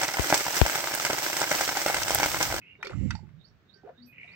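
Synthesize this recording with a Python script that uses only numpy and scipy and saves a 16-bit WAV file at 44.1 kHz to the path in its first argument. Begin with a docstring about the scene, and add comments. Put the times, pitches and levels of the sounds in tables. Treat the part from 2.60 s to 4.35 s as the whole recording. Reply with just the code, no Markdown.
"""In a quiet yard, a buffalo drinks from a plastic tub, close by. Water creaks in between its lips,
and the lips part with wet smacks that ring its mouth. A puff from its nostrils buffets the right
microphone port, then it gulps with bubbles and low throat tones, and sucks again.
A small bird repeats a rising chirp across the yard, and the tether chain clinks once."""
import sys
import numpy as np
from scipy import signal
from scipy.fft import rfft, irfft, next_fast_len
from scipy.io import wavfile
from scipy.ndimage import uniform_filter1d

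SR = 44100
rng = np.random.default_rng(int(sys.argv[2]) if len(sys.argv) > 2 else 0)


def transcribe(u):
    """Save the signal u as a 16-bit wav file named by the first command-line argument.

    u: samples, shape (n,) or (channels, n), limited to [-1, 1]; the rate is SR.
    q: integer samples, one column per channel.
    """
    v = np.clip(np.atleast_2d(u).T, -1, 1)
    q = np.round(v * 32767).astype(np.int16)
    wavfile.write(sys.argv[1], SR, q)


N = 77175  # 1.75 seconds


def amp(db):
    """Turn decibels into a gain to multiply by."""
    return 10 ** (np.asarray(db) / 20)


def fade(t, fade_s):
    """A dying level: every fade_s here is the time to fall by 60 dB."""
    return amp(-60 * t / fade_s)


def unit(x):
    """Scale a sound to an average strength (rms) of 1."""
    return x / np.sqrt(np.mean(x ** 2) + 1e-20)


def along(points, hz):
    """Read a curve of (pitch_hz, value) points on a log pitch axis."""
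    pitches, values = np.transpose(points)
    return np.interp(np.log(hz + 1), np.log(pitches + 1), values)


def clock(length_s):
    """The time of each sample, in seconds."""
    return np.arange(int(length_s * SR)) / SR


def filtered(x, response):
    """Turn each frequency up or down by response(hz)."""
    size = x.shape[-1]
    padded = next_fast_len(size + 8192)
    return irfft(rfft(x, padded) * response(np.fft.rfftfreq(padded, 1 / SR)), padded)[..., :size]


def noise(colour, shape=N):
    """Noise of strength 1, shaped by (pitch_hz, level_db) points."""
    return unit(filtered(rng.standard_normal(shape), lambda hz: amp(along(colour, hz))))


def waver(size):
    """A smooth random wobble of strength 1."""
    return noise([(100, 0), (400, -40), (2000, -120)], size)


def add(out, start_s, x, right_db=0):
    """Mix a sound into a stereo track, right_db louder on the right than on the left."""
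    first = max(0, round(start_s * SR))
    room = out[:, first:first + x.shape[-1]]
    room += (x * amp([[-right_db / 2], [right_db / 2]]))[:, :room.shape[1]]


def ring(hz, fade_s, attack_s, rise=0):
    """A dying note whose pitch climbs by the share `rise` in each half of fade_s."""
    t = clock(.25)
    cycles = np.cumsum(hz * (1 + rise * np.minimum(2 * t / fade_s, 2))) / SR
    return np.sin(2 * np.pi * cycles) * fade(t, fade_s) * (1 - np.exp(-t / attack_s))


def swell(start_s, length_s, attack_s, fade_s):
    """A level that rises, holds, then fades once length_s is over."""
    t = np.arange(N) / SR - start_s
    return np.clip(t / attack_s, 0, 1) * fade(np.maximum(t - length_s, 0), fade_s)


def glide(length_s, from_hz, to_hz, wobble):
    """A slightly unsteady sliding tone that swells and fades."""
    t = clock(length_s)
    hz = np.linspace(from_hz, to_hz, len(t)) * (1 + wobble * waver(len(t)))
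    return np.sin(2 * np.pi * np.cumsum(hz) / SR) * np.sin(np.pi * t / length_s)


# How long echoes last, before stretching: pitch_hz, fade_s
ECHO_FADES = [(200, 0.36), (2000, 0.29), (10000, 0.16)]
def echo(x, stretch):
    """A blur of reflections, different for each ear; high pitches die first."""
    hz, t, bands = signal.stft(rng.standard_normal((2, SR // 2)), SR, nperseg=256)
    bands *= fade(t, stretch * along(ECHO_FADES, hz)[:, None])
    tail = signal.istft(bands, SR, nperseg=256)[1]
    tail = np.pad(tail / np.linalg.norm(tail[0]), ((0, 0), (64, 0)))
    return signal.fftconvolve(x, tail, axes=1)[:, :N]


# Colour of the outdoor air: pitch_hz, level_db
AIR_COLOUR = [(25, -27.5), (84, -0.5), (170, -1), (300, -10.5), (500, -15), (1000, -22), (1500, -16.5),
              (2600, -25), (4000, -29), (6700, -38), (10600, -54.5), (15500, -38)]
# How alike the two ears hear it: pitch_hz, likeness (1 = the same)
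AIR_LIKENESS = [(60, 1), (300, 0.7), (1500, 0.16), (6000, 0.039)]
def yard():
    """Quiet, steady outdoor air with a far rumble."""
    def shares(hz):
        angle = np.arccos(np.clip(along(AIR_LIKENESS, hz), -1, 1)) / 2
        return np.array([np.cos(angle), np.sin(angle)])
    out = np.zeros((2, N))
    middle, side = filtered(noise(AIR_COLOUR, (2, N)), shares)
    add(out, 0, amp(-62.5) * np.array([middle + side, middle - side]), right_db=1.5)
    return out


# Notes of a steel link: pitch_hz, level_db, fade_s
LINK_NOTES = [(8095, -18, 0.16), (9230, -21, 0.099), (11960, -3.5, 0.19), (12900, -2, .06)]
# A touch and its bounce: start_s, level_db
CLINKS = [(1.461, -64.5), (1.472, -62.5)]
def chain():
    """Two links touch and bounce; each contact rings them a little differently."""
    out = np.zeros((2, N))
    for start_s, level_db in CLINKS:
        link = sum(amp(db + rng.normal(0, 2.8)) * ring(hz + rng.normal(0, 29), fade_s, attack_s=0.002)
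                   for hz, db, fade_s in LINK_NOTES)
        add(out, start_s, amp(level_db) * link, right_db=17)
    return out


# The path of one chirp: time_s, pitch_hz, level_db
CHIRP_SHAPE = [(.02, 3700, -18.5), (0.049, 3770, 7), (0.065, 3980, -15.5), (0.086, 4480, 9),
               (.103, 5150, -9), (.122, 5850, -8)]
# Each call: start_s, level_db
CHIRPS = [(0.174, -58.5), (.468, -56.5), (0.766, -60), (1.055, -59), (1.343, -58), (1.639, -63.5)]
# The fast shaking that roughens a call: rate_hz, level_db
RASP_COLOUR = [(250, -9), (900, -25), (3000, -92)]
def bird():
    """One raspy upward chirp, repeated, fluttering and blurred by the yard."""
    pitch_wobble, flutter_db, rasp_depth = 0.012, 3, 0.29
    out = np.zeros((2, N))
    times, hz, db = np.transpose(CHIRP_SHAPE)
    t = clock(times[-1])
    for start_s, level_db in CHIRPS:
        pitch = np.interp(t, times, hz) * (1 + pitch_wobble * waver(len(t)))
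        loudness = amp(level_db + np.interp(t, times, db) + flutter_db * waver(len(t)))
        rasp = unit(1 + rasp_depth * noise(RASP_COLOUR, len(t)))
        add(out, start_s, loudness * rasp * np.sin(2 * np.pi * np.cumsum(pitch) / SR), right_db=12)
    return amp(-4.5) * out + amp(-7.5) * echo(out, stretch=0.77)


# Colour the nose gives to the breath: pitch_hz, level_db
NOSE_COLOUR = [(700, -8.5), (1700, -14.5), (2030, 3), (2400, -5), (2950, -5), (3300, -16.5), (5600, -15),
               (5950, -10), (6400, -22.5), (7350, -5.5), (7900, -21), (10300, -34.5)]
# How hard the puff hits the port: time_s, level_db
PUFF_FORCE = [(.26, -83), (0.307, -52), (0.35, -28), (0.465, -22.5), (.50, -28), (0.549, -30), (0.587, -44),
              (0.629, -41.5), (.74, -52), (.87, -65.5), (0.936, -54.5), (1.031, -76)]
# Colour of the swirling air at its strongest: pitch_hz, level_db
SWIRL_COLOUR = [(25, -33.5), (60, -3.5), (110, 2.5), (195, -3), (260, -12.5), (400, -26.5), (700, -56),
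                (2000, -83)]
def nostrils():
    """The buffalo blows out: a soft hiss, and swirls of air that buffet the right port."""
    out = np.zeros((2, N))
    hiss = noise(NOSE_COLOUR) * swell(start_s=0.28, length_s=.27, attack_s=0.03, fade_s=0.26)
    add(out, 0, amp(-58.5) * hiss, right_db=6.5)
    force = amp(np.interp(np.arange(N) / SR, *np.transpose(PUFF_FORCE), left=-120, right=-120))
    travel = np.cumsum((force / force.max()) ** .07)  # weaker air is slower, so it rumbles lower
    swirls = np.array([np.interp(travel, np.arange(N), port) for port in noise(SWIRL_COLOUR, (2, N))])
    power = np.abs(uniform_filter1d(swirls ** 2, size=1800, axis=1))
    swirls /= np.sqrt(power + 1e-9)  # evened out, so the force sets the level
    return out + force * swirls * amp([[-60], [0]])


# Bubbles in the mouth and throat: start_s, level_db, pitch_hz, fade_s, right_db
BUBBLES = [(0.187, -53.5, 403, 0.15, 10), (.229, -33, 844, 0.026, -4), (.2295, -26, 2296, 0.027, 4),
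           (.243, -42, 392, 0.074, 17), (.250, -44.5, 513, 0.078, -19), (.256, -35, 1330, 0.022, 8),
           (.259, -31, 2252, 0.057, 2.5), (0.269, -37, 375.6, 0.084, 10), (.297, -35, 355.3, 0.074, 11),
           (.299, -42, 492, 0.047, -26), (.310, -36.5, 782, 0.034, 5.5), (.3335, -29, 1230, 0.015, -1),
           (.513, -28, 1452, 0.023, -1.5), (.551, -32.5, 834, 0.039, -1.5), (.5915, -40, 827, 0.021, 1),
           (.632, -57.5, 826, 0.083, 9), (.630, -46, 331.3, 0.071, 6), (1.16, -52.5, 380, 0.064, 7.5),
           (1.234, -49, 755, 0.076, 13), (1.238, -36, 330, 0.021, 11), (1.246, -43, 398, 0.091, 15),
           (1.262, -37.5, 474, 0.031, 5), (1.274, -38.5, 686, 0.066, -5.5), (1.292, -40, 487, 0.06, 7.5),
           (1.292, -33.5, 651, 0.022, -11), (1.301, -35, 604, 0.022, 2), (1.644, -52.5, 685, 0.061, -2)]
# Wet gurgles: start_s, length_s, level_db
GURGLES = [(0.191, 0.026, -57.5), (0.301, 0.036, -50), (1.238, 0.062, -57.5), (1.643, 0.113, -70.5)]
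# Colour of a gurgle: pitch_hz, level_db
GURGLE_COLOUR = [(100, -23), (400, -2), (750, -2.5), (1100, -5), (1550, -4.5), (2300, -17.5), (9000, -45)]
# Tones of swallowing: start_s, length_s, from_hz, to_hz, level_db, right_db
THROAT_TONES = [(.615, 0.032, 170.4, 222, -54.5, 23.5), (.72, 0.098, 123.4, 187.7, -53, 14.5),
                (1.369, 0.13, 243, 245.3, -52, -1.5)]
def gulps():
    """Bubbles ring and rise in pitch over a gurgle of tiny pops and the low tones of the throat."""
    pops_per_s, attack_cycles = 5000, 0.91
    out = np.zeros((2, N))
    for start_s, db, hz, fade_s, right_db in BUBBLES:
        add(out, start_s, amp(db) * ring(hz, fade_s, attack_cycles / hz, rise=0.11), right_db)
    for start_s, length_s, db in GURGLES:
        pops = rng.standard_normal(N) * (rng.random(N) < pops_per_s / SR)
        gurgle = unit(filtered(pops, lambda hz: amp(along(GURGLE_COLOUR, hz))))
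        add(out, 0, amp(db) * gurgle * swell(start_s, length_s, attack_s=0.017, fade_s=0.1), right_db=3)
    for start_s, length_s, from_hz, to_hz, db, right_db in THROAT_TONES:
        add(out, start_s, amp(db) * glide(length_s, from_hz, to_hz, wobble=0.01), right_db)
    return out


# Wet smacks of the lips: start_s, level_db, treble_db, tuning_ratio, right_db
SMACKS = [(0.2282, -22.5, -7, 0.99, -7.5), (0.2469, -35.5, 4, .95, 0), (0.2692, -31, 8.5, .95, -5),
          (0.2954, -34, -15, 1, -8), (0.304, -38, -7, 1.5, -3), (0.3194, -39, -10, 0.9, -2),
          (0.5065, -21, 0, 1.003, 3.5), (0.552, -40.5, 6, .98, 6), (.669, -57, -13, 1.02, -5),
          (.690, -54.5, -16, 0.85, -6.5), (0.702, -62, -27, 1.04, 2)]
# Colour of tearing water, also used for the hiss of sucking: pitch_hz, level_db
CRACK_COLOUR = [(500, -32), (900, 0), (2400, 4), (9500, -15), (15000, -48.5)]
# Notes of the hollow mouth: pitch_hz, level_db, fade_s
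MOUTH_NOTES = [(1382, 3, 0.011), (1950, -3, .019), (2540, -3.5, 0.017), (3670, -14, 0.025),
               (4595, -9, 0.021), (5740, -7, 0.015), (7200, -22.5, 0.03), (8140, -22, 0.012)]
# Bright bursts of droplets: start_s, level_db
SPITS = [(0.2276, -45), (0.2498, -37.5), (0.2699, -37.5), (.3055, -51)]
# Colour of the droplets: pitch_hz, level_db
SPIT_COLOUR = [(2500, 9.5), (4600, 15.5), (10000, -11.5), (15000, -12)]
def smacks():
    """A film of water snaps: a short crack rings the hollow mouth, and the open lips spit droplets."""
    attack_s, treble_hz = 0.00085, 3000
    out = np.zeros((2, N))
    t = clock(.25)
    for start_s, level_db, treble_db, tuning, right_db in SMACKS:
        crack = noise(CRACK_COLOUR, len(t)) * fade(t, fade_s=0.023) * (1 - np.exp(-t / attack_s))
        hollow = sum(amp(db + treble_db * (hz > treble_hz)) * ring(hz * tuning, fade_s, attack_s)
                     for hz, db, fade_s in MOUTH_NOTES)
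        add(out, start_s, amp(level_db) * (hollow + amp(-6.5) * crack), right_db)
    for start_s, db in SPITS:
        add(out, start_s, amp(db) * noise(SPIT_COLOUR, len(t)) * fade(t, fade_s=0.041), right_db=2)
    return out


# Single slips of the lips, most of them strong: start_s, level_db
SLIPS = [(.152, -47), (1.5812, -38.5), (1.5972, -42.5), (1.6082, -42), (1.6133, -41), (1.623, -59),
         (1.6306, -37.5), (1.6424, -43.5), (1.6775, -42), (1.6901, -45.5)]
# Sips of water, each a quick run of weak slips: start_s, length_s, level_db, pitch_hz
SIPS = [(0.015, 0.056, -51, 2606), (0.071, 0.061, -49, 2820), (1.525, 0.056, -51.5, 2410),
        (1.583, .11, -53, 2400), (1.701, 0.058, -47.5, 2335)]
# Notes of the gap between the lips: pitch_ratio, level_db, fade_s
LIP_NOTES = [(0.848, 0.5, 0.018), (1, 9.5, 0.013), (1.172, -1, 0.017)]
# Thin whistles of air and water: start_s, length_s, from_hz, to_hz, level_db
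WHISTLES = [(1.13, .11, 1550, 1555, -64), (1.165, .07, 1790, 1860, -69), (1.30, .15, 1050, 2350, -70.5),
            (1.465, .07, 2504, 2490, -59.5), (.41, .08, 547, 496, -55)]
def sucking():
    """Water and air slip through the lips in uneven pulses that ring the gap; small leaks whistle."""
    slips_per_s, timing_scatter, level_scatter_db = 160, 0.1606, 1
    single_slip_hz, lip_band_hz = 2360, [1870, 2946]
    out = np.zeros((2, N))
    slips = [(start_s, db, single_slip_hz) for start_s, db in SLIPS]
    for start_s, length_s, db, hz in SIPS:
        for k, (late, louder) in enumerate(rng.standard_normal((40, 2))):
            if k / slips_per_s < length_s:
                slip_s = start_s + (k + timing_scatter * late) / slips_per_s
                slips.append((slip_s, db + level_scatter_db * louder, hz))
    for start_s, level_db, hz in slips:
        gap = sum(amp(db) * ring(hz * ratio * (1 + rng.normal(0, 0.034)), fade_s, attack_s=0.00057)
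                  for ratio, db, fade_s in LIP_NOTES)
        add(out, start_s, amp(level_db) * gap, right_db=-0.5)
    out = signal.sosfilt(signal.butter(4, lip_band_hz, 'band', fs=SR, output='sos'), out)
    out += amp(-9.5) * echo(out, stretch=1.0)
    hiss = noise(CRACK_COLOUR) * swell(start_s=1.6, length_s=N / SR, attack_s=0.012, fade_s=.1)
    add(out, 0, amp(-71.5) * hiss, right_db=8.5)  # the last, hard suck
    for start_s, length_s, from_hz, to_hz, db in WHISTLES:
        add(out, start_s, amp(db) * glide(length_s, from_hz, to_hz, wobble=0.014), right_db=8)
    return out


# Dulling at the left port, which faces away: pitch_hz, gain_db
LEFT_DULLING = [(300, 0.5), (2500, -2.5), (4400, -11.5), (8000, -33.5), (12000, -22), (15000, -8)]
def scene():
    """The mouth echoes in the tub and the yard; all but the outdoor air is later and duller on the left."""
    left_lag_s = .00009
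    mouth = smacks() + gulps() + sucking()
    mouth = mouth + amp(-12) * echo(mouth, stretch=0.24) + amp(-12) * echo(mouth, stretch=0.52)
    left, right = mouth + nostrils() + bird() + chain()
    left = filtered(left, lambda hz: amp(along(LEFT_DULLING, hz)) * np.exp(-2j * np.pi * hz * left_lag_s))
    return np.array([left, right]) + yard()


def record(dry):
    """Cut away the very highest treble."""
    return filtered(dry, lambda hz: hz < 15700)


dry = scene()
out = record(dry)
transcribe(out)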